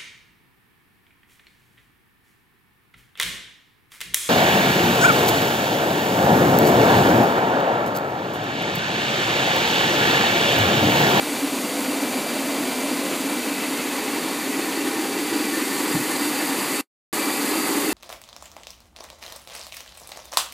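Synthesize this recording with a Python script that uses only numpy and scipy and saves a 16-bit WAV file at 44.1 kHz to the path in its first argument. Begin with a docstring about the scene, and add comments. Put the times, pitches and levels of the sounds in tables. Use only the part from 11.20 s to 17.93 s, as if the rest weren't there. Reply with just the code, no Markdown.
"""Along a hose extrusion line

A phone is carried through a factory hall, from the control panel past the barrel to the feed hopper.
Cooling blowers roar in their ducts and the drone throbs. Gears and bearings whirr, air hisses,
drives whine and loose covers chatter over the wash of the hall; at the far end the hopper sizzles.
The phone takes a soft fumbling bump, and the sound cuts out for a third of a second."""
import sys
import numpy as np
from scipy import signal
from scipy.fft import rfft, irfft, next_fast_len
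from scipy.io import wavfile
from scipy.ndimage import map_coordinates

SR = 44100
rng = np.random.default_rng(int(sys.argv[2]) if len(sys.argv) > 2 else 0)


def master_out(mix):
    """Clip the mix to full scale and print it as 16-bit PCM to the path in sys.argv[1]."""
    frames = np.transpose(np.atleast_2d(mix))
    ceiling = np.clip(frames, -1, 1)
    pcm = np.round(ceiling * 32767).astype(np.int16)
    wavfile.write(sys.argv[1], SR, pcm)


N = 296793
TIME = np.arange(N) / SR
SIZE = next_fast_len(N, real=True)
FREQ = np.maximum(np.fft.rfftfreq(SIZE, 1 / SR), 1)
LEAVE_PANEL, REACH_DRIVE = (2.46, 0.22), (4.24, 0.18)  # crossfades of the walk: t/s, ease/s


def undb(db):
    """Decibels to gain."""
    return np.exp(np.asarray(db) * np.log(10) / 20)

def automation(points):
    """A fader ride: straight lines between (t/s, level/dB) points."""
    return np.interp(TIME, *np.transpose(points))

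def colour(points):
    """An EQ curve through (f/Hz, level/dB) points."""
    hz, db = np.transpose(points)
    return undb(np.interp(np.log(FREQ), np.log(hz), db))

def resonances(modes):
    """An EQ curve of resonances, each shaken on its own, so their powers add."""
    f = FREQ[::16]
    power = sum(undb(db) ** 2 / (1 + ((f ** 2 - hz ** 2) / (f * width)) ** 2) for hz, width, db in modes)
    return np.interp(FREQ, f, np.sqrt(power))

def band(low_hz, high_hz, order):
    """A steep band-pass EQ curve."""
    return 1 / np.sqrt(1 + (low_hz / FREQ) ** (2 * order) + (FREQ / high_hz) ** (2 * order))

def turbulence(eq):
    """Noise of rms 1 shaped by an EQ curve."""
    white = rng.standard_normal(len(eq)) + 1j * rng.standard_normal(len(eq))
    noise = irfft(eq * white, SIZE)[:N]
    return noise / noise.std()

def wander(rate, count=2048):
    """A smooth random modulator of spread 1, moving up to about `rate` times a second."""
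    hz = np.fft.rfftfreq(count, N / SR / count)
    drift = irfft(rfft(rng.standard_normal(count)) * np.exp(-(hz / rate) ** 2 / 2))
    return np.interp(TIME, np.linspace(0, N / SR, count), drift / drift.std())

def tone(hz, fade, fade_rate, waver_hz=0):
    """A steady or wavering sine plus hall reflections that swell and fade as the phone moves."""
    phase = 2 * np.pi * np.cumsum(hz + waver_hz * wander(fade_rate)) / SR
    whine = (1 + fade * wander(fade_rate)) * np.sin(phase) + fade * wander(fade_rate) * np.cos(phase)
    return whine / whine.std()

def arrival(at_s, ease_s):
    """A smooth fade-in as the phone enters a new place."""
    return .5 + .5 * np.tanh((TIME - at_s) / ease_s / 2)

def along_walk(places):
    """Crossfade a setting through its values at the panel, barrel and feed drive."""
    panel, barrel, drive = places
    return panel + (barrel - panel) * arrival(*LEAVE_PANEL) + (drive - barrel) * arrival(*REACH_DRIVE)

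def pass_by(at_s, width_s, db):
    """Gain of a close source, swelling to `db` and fading as the phone goes by."""
    return undb(db) / (1 + ((TIME - at_s) / width_s) ** 2)

def local_ring(modes, low_hz, high_hz):
    """Moving air rings a set of resonances within one band."""
    return turbulence(resonances(modes) * band(low_hz, high_hz, order=4))

def swell(at_s, width_s):
    """A bell-shaped envelope."""
    return np.exp(-((TIME - at_s) / width_s) ** 2)


# duct resonances before transposing: f/Hz, width/Hz, level/dB
DUCT_MODES = [(213, 17, -7), (265, 30, 2), (294, 21, 6)]
# duct transposition at panel, barrel, drive: pitch/semitones
DUCT_PITCH = (-.8, -.3, 0)
# blower fader at panel, barrel, drive: level/dB
BLOWER_FADER = (-29.5, -31.5, -29.5)
def blowers(buffet_db=0.7):
    """Buffeting air booms in the ducts; those further down the line boom higher."""
    boom = turbulence(resonances(DUCT_MODES) * band(197, 440, order=4))
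    speed = 2 ** (along_walk(DUCT_PITCH) / 12)
    transposed = map_coordinates(boom, [np.cumsum(speed)], order=3, mode="mirror")
    return transposed * undb(along_walk(BLOWER_FADER) + buffet_db * wander(25))

# room tone spectrum: f/Hz, level/dB
HALL_EQ = [(25, -48), (70, -38), (105, -19.5), (135, -10), (185, -3.5), (300, 2.5), (470, 2.5), (620, -4),
           (1050, -6), (1700, -10.5), (2650, -7.5), (3100, -10), (4800, -12), (5120, -23.5), (9000, -30.5)]
# room tone fader at panel, barrel, drive: level/dB
HALL_FADER = (-30.5, -31.5, -31)
def hall(flutter_db=1.03):
    """The other machines, blurred to a wash by the walls."""
    return turbulence(colour(HALL_EQ)) * undb(along_walk(HALL_FADER) + flutter_db * wander(17))

# gearbox and motor casing resonances: f/Hz, width/Hz, level/dB
CASING_MODES = [(778, 35, 5), (813, 45, 1.5), (905, 37, 3), (994, 29, 2), (1110, 91, -1), (1250, 46, -1),
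                (1484, 190, -1.5), (1790, 45, -2.5), (1935, 27, 1), (2022, 33, 3), (2050, 47, 0.5),
                (2220, 60, -5.5), (2320, 72, -1.5), (2465, 55, -8), (2607, 85, -2), (2850, 60, -7),
                (3660, 28, -1.5), (4200, 110, -6.5), (4520, 70, -11.5), (4600, 92, -4.5), (4800, 250, -7.5)]
# whirr fader at panel, barrel, drive, before closeness and trim: level/dB
WHIRR_FADER = (-32, -31.5, -30)
def casings(shake_db=1.2, closeness=1.68, trim_db=-3):
    """Bearings and gears shake the metal casings; closeness widens the swell on approach."""
    db = along_walk(WHIRR_FADER)
    direct_db = db.mean() + closeness * (db - db.mean()) + trim_db
    whirr = turbulence(resonances(CASING_MODES) * band(726, 5100, order=8))
    return whirr * undb(direct_db + shake_db * wander(30))

# bearing and fan blade tones: f/Hz, level/dB relative to the whirr fader
BEARING_TONES = [(979, -18.5), (1696, -20), (2165, -23), (3634, -24.5)]
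def bearings():
    """Bearings and fan blades sing faintly, drifting in and out of the whirr."""
    singing = sum(undb(db) * tone(hz, fade=2.5, fade_rate=4.5) for hz, db in BEARING_TONES)
    return singing * undb(along_walk(WHIRR_FADER))

# hiss spectrum: f/Hz, level/dB
AIR_EQ = [(800, -37), (3000, -1.5), (5200, -3.5), (6200, -1), (6900, 1.5), (8000, 0.5), (9600, 0.8),
          (10800, -2.5), (12100, -2), (13500, -3.5), (15200, -7.5)]
# hiss fader at panel, barrel, drive: level/dB
AIR_FADER = (-32.5, -33, -32)
def air(flutter_db=0.45):
    """Cooling air lays an even hiss on top, with a slight flutter."""
    return turbulence(colour(AIR_EQ)) * undb(along_walk(AIR_FADER) + flutter_db * wander(32))

# gear whine ride: t/s, level/dB
MESH_RIDE = [(0, -45), (.45, -50), (1.0, -40.7), (1.7, -44.5), (1.87, -49), (2.12, -40.5), (2.6, -53),
             (2.8, -48), (3.9, -44), (4.6, -47), (5.35, -51), (5.55, -43), (6.12, -36.5), (6.25, -48)]
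# ride of its octave: t/s, level/dB
OCTAVE_RIDE = [(0, -49), (3.8, -49.5), (4.05, -45), (4.75, -51), (5.02, -41), (5.25, -44), (5.5, -49),
               (6.0, -44.5), (6.15, -49), (6.42, -41), (6.7, -51)]
# its double octave at panel, barrel, drive: level/dB
TOP_FADER = (-61, -58, -50)
def gears(mesh_hz=2342.6):
    """Meshing teeth give a thin whistle, with fluttering overtones that grow towards the feed drive."""
    whistle = undb(automation(MESH_RIDE)) * tone(mesh_hz, fade=.16, fade_rate=6)
    octave = undb(automation(OCTAVE_RIDE)) * tone(2 * mesh_hz, fade=.5, fade_rate=11)
    top = undb(along_walk(TOP_FADER)) * tone(4 * mesh_hz, fade=.76, fade_rate=9.6)
    return whistle + octave + top

# motor whines: f/Hz, then level/dB at panel, barrel, drive
MOTOR_TONES = [(4390, -63.5, -56, -53), (4400, -58, -52.5, -55), (4470, -65.5, -55.5, -48.5),
               (4590, -53, -57.5, -57), (4730, -59, -59, -49.5), (4768, -66, -58, -57)]
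def motors():
    """Motors at slightly different speeds whine in a wavering cluster."""
    return sum(undb(along_walk(fader)) * tone(hz, fade=2.3, fade_rate=8, waver_hz=10)
               for hz, *fader in MOTOR_TONES)

# switching tones: f/Hz, level/dB relative to the ride
INVERTER_TONES = [(7994, -9), (9998, 0), (10004, -5), (11972, -12)]
# inverter whistle ride: t/s, level/dB
INVERTER_RIDE = [(0, -49), (3.3, -55), (3.85, -50), (4.1, -50), (5.25, -56), (5.5, -44.5), (5.95, -51),
                 (6.3, -52), (6.47, -42), (6.7, -58)]
def inverters():
    """Switching currents make the motor windings sing."""
    whistle = sum(undb(db) * tone(hz, fade=0.7, fade_rate=9, waver_hz=4) for hz, db in INVERTER_TONES)
    return whistle * undb(automation(INVERTER_RIDE))

# loose cover modes: f/Hz, relative level/dB
COVER_MODES = [(1794, 1), (1822, -3.5), (1950, -1.5), (2010, -1), (2052, -4.5), (2096, -1), (2166, -3),
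               (2490, -2.5), (2560, -4.5), (2625, -3), (2710, 0.5)]
# chatter fader at panel, barrel, drive: level/dB
COVER_FADER = (-46, -42, -39.5)
def loose_covers(ticks_per_s=7, ring_s=0.23, count=150):
    """Covers chatter: light random ticks set each mode ringing briefly."""
    chatter = 0
    for hz, db in COVER_MODES:
        gap, strength, turn = rng.random((count, 3)).T
        starts = (np.cumsum(-np.log(1 - gap)) / ticks_per_s * SR).astype(int)
        ticks = np.zeros(N, complex)
        ticks[starts[starts < N]] = (strength * np.exp(2j * np.pi * turn))[starts < N]
        pole = np.exp((2j * np.pi * hz - np.log(1000) / ring_s) / SR)
        chatter += undb(db) * signal.lfilter([1], [1, -pole], ticks).imag
    return chatter / chatter.std() * undb(along_walk(COVER_FADER))

# panel gap resonances: f/Hz, width/Hz, level/dB
GAP_MODES = [(418, 21, -7.5), (508, 25, 1), (599, 35, -1), (671, 65, -2.5), (1030, 36, -4.5)]
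def panel_gap():
    """Air rings hollow in the gap beside the control panel."""
    return local_ring(GAP_MODES, 380, 1107) * pass_by(at_s=1.18, width_s=0.95, db=-33.5)

# throbs of the drone: t/s, f/Hz, level/dB, width/s
DRONE_THROBS = [(0.246, 282, -20, 0.016), (0.965, 261, -19.5, 0.019), (1.388, 288.7, -19, 0.011),
                (1.485, 260.5, -22.5, .012), (1.587, 276, -22, .014), (2.146, 286, -23, .014),
                (2.704, 285, -23.5, 0.023), (3.372, 283, -23.5, .014), (3.797, 316, -17.5, 0.0084),
                (4.207, 291, -20, .018), (4.645, 288.3, -21.5, .018), (4.709, 302, -22, 0.013),
                (5.32, 277.6, -19.5, 0.019), (6.346, 312.4, -21.5, 0.02), (6.578, 293, -21, .014),
                (6.694, 299, -17, 0.012)]
def throbbing(drone, duck=0.33):
    """The drone throbs: short low swells at set times, with the steady drone dipping under each."""
    throbs, dips = 0, 0
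    for at_s, hz, db, width_s in DRONE_THROBS:
        envelope = swell(at_s, width_s)
        throbs += undb(db) * envelope * np.sin(2 * np.pi * hz * TIME + rng.uniform(0, 2 * np.pi))
        dips += envelope
    return drone * (1 - np.clip(duck * dips, 0, 1)) + throbs

# die head resonances: f/Hz, width/Hz, level/dB
DIE_MODES = [(1320, 50, -0.5), (1470, 90, -5), (2600, 79, 2)]
def die_head():
    """The die head sings as the phone turns towards it."""
    return local_ring(DIE_MODES, 1150, 2900) * pass_by(at_s=2.34, width_s=.5, db=-42)

# guard resonances: f/Hz, width/Hz, level/dB
GUARD_MODES = [(787, 16, 2.5), (804, 12, 3.5), (843, 12, -6), (930, 18, -4), (953, 16, -6.5),
               (1080, 12, -1), (1140, 12, -1.5), (1816, 46, -2.5)]
# pass-bys of its two ends: t/s, width/s, level/dB
GUARD_ENDS = [(2.95, 0.38, -37), (3.75, .3, -37.5)]
def barrel_guard():
    """The guard over the barrel rings as each end goes by."""
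    return sum(local_ring(GUARD_MODES, 700, 2000) * pass_by(*end) for end in GUARD_ENDS)

# fan housing resonances: f/Hz, width/Hz, level/dB
FAN_MODES = [(315.5, 32, -1), (340, 27, -13), (407, 20, -7), (424, 36, -12)]
# fan pass-bys: t/s, width/s, level/dB
FAN_SWELLS = [(3.9, 0.94, -30.5), (4.8, .45, -33.5), (6.55, 0.56, -29)]
def barrel_fans(gust_db=1):
    """Smaller fans drone in their housings, just above the blowers, swelling on each approach."""
    gain = np.sqrt(sum(pass_by(*fan) ** 2 for fan in FAN_SWELLS))
    drone = turbulence(resonances(FAN_MODES) * band(260, 470, order=5))
    return drone * gain * undb(gust_db * wander(11))

# sizzle spectrum: f/Hz, level/dB
SIZZLE_EQ = [(1000, -70), (5500, -17.5), (6900, -1), (8000, 2), (9000, -1.5), (9800, -3.5), (10900, -2.5),
             (11950, -1), (13000, -6.5), (15000, -10.5)]
def hopper_sizzle(db=-34.5, grains_per_s=900, spread_db=1, ring_s=.09):
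    """Dense tiny ticks, perhaps sliding pellets, ring the hopper's thin steel in countless modes."""
    hits = rng.random(SIZE) < grains_per_s / SR
    ticks = hits * rng.standard_normal(SIZE) * undb(spread_db * rng.standard_normal(SIZE))
    steel = rng.standard_normal(N) * np.exp(-np.log(1000) * TIME / ring_s)
    sizzle = irfft(rfft(ticks) * rfft(steel, SIZE) * colour(SIZZLE_EQ), SIZE)[:N]
    return sizzle / sizzle.std() * undb(db) * arrival(*REACH_DRIVE)

# feed drive resonances: f/Hz, width/Hz, level/dB
SHRIEK_MODES = [(4160, 130, -1), (4410, 70, 0), (4770, 70, -1.5), (4810, 70, -1.5), (4900, 128, -1)]
def drive_shriek(db=-43, flutter_db=2.5):
    """The feed drive's bearings put a rough, fluttering edge around the motor whines."""
    shriek = turbulence(resonances(SHRIEK_MODES) * band(4000, 5050, order=16))
    return shriek * undb(db + flutter_db * wander(22)) * arrival(*REACH_DRIVE)

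# gearbox housing resonances: f/Hz, width/Hz, level/dB
GEARBOX_MODES = [(773, 15, 1.5), (835, 13, 0.5), (920, 16, -1), (988, 17, 0.5), (1090, 14, -5.5),
                 (1138, 12, 1.5), (1420, 40, -7.5), (1835, 45, 1)]
def gearbox():
    """The gearbox housing rings as the phone goes by."""
    return local_ring(GEARBOX_MODES, 700, 2000) * pass_by(at_s=4.85, width_s=.5, db=-38.5)

# knocks on the phone: t/s, f/Hz, level/dB, width/s
HAND_KNOCKS = [(4.754, 164, -18.5, 0.0076), (4.76, 69.5, -53.5, 0.034), (4.767, 308, -20, .009),
               (4.772, 150, -35, 0.014), (4.808, 145, -31, 0.011)]
def fumble(rub_db=-35):
    """Soft knocks of the hand, a few low cycles each, wrapped in the dull rub of fingers."""
    knocks = sum(undb(db) * swell(at_s, width_s) * np.cos(2 * np.pi * hz * (TIME - at_s))
                 for at_s, hz, db, width_s in HAND_KNOCKS)
    rub = turbulence(band(115, 220, order=4)) * swell(at_s=4.775, width_s=0.032)
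    return knocks + undb(rub_db) * rub

# motor cowl resonances: f/Hz, width/Hz, level/dB
COWL_MODES = [(785, 13, 3), (890, 12, 5.5), (1052, 14, 2), (1110, 14, 6), (1148, 14, 5.5), (1186, 16, 4),
              (1270, 26, 5.5), (1698, 18, 5), (1920, 20, 2), (11600, 2500, -7.5)]
def feed_motor():
    """The feed motor's cowl rings under its bright fan hiss."""
    return local_ring(COWL_MODES, 800, 13000) * pass_by(at_s=6.3, width_s=0.94, db=-34)

# hopper resonances: f/Hz, width/Hz, level/dB
HOPPER_MODES = [(533, 40, -1.5), (617, 45, -5), (720, 50, -7), (876, 54, -1), (1035, 54, -8)]
def hopper_ring():
    """The steel hopper rings along with the motor."""
    return local_ring(HOPPER_MODES, 482, 1150) * pass_by(at_s=6.4, width_s=1, db=-38.5)


def scene():
    """The mix at one microphone, the same left and right."""
    bed = throbbing(blowers() + barrel_fans()) + hall() + casings() + air() + loose_covers()
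    whines = bearings() + gears() + motors() + inverters()
    pass_bys = panel_gap() + die_head() + barrel_guard() + gearbox()
    feed_end = hopper_sizzle() + drive_shriek() + feed_motor() + hopper_ring()
    mono = bed + whines + pass_bys + feed_end + fumble()
    return np.array([mono, mono])

def record(dry, cut_s=5.610, back_s=5.928, drop_db=-13, die_s=0.065, top_hz=15300):
    """The sound drops, dies fast and snaps back; a steep low-pass takes off the top throughout."""
    dying = undb(drop_db - 60 * np.clip((TIME - cut_s) / die_s, 0, 2))
    gate = np.where((TIME > cut_s) & (TIME < back_s), dying, 1)
    low_pass = signal.ellip(12, .1, 90, top_hz, fs=SR, output="sos")
    return signal.sosfilt(low_pass, dry * gate)


dry = scene()
out = record(dry)
master_out(out)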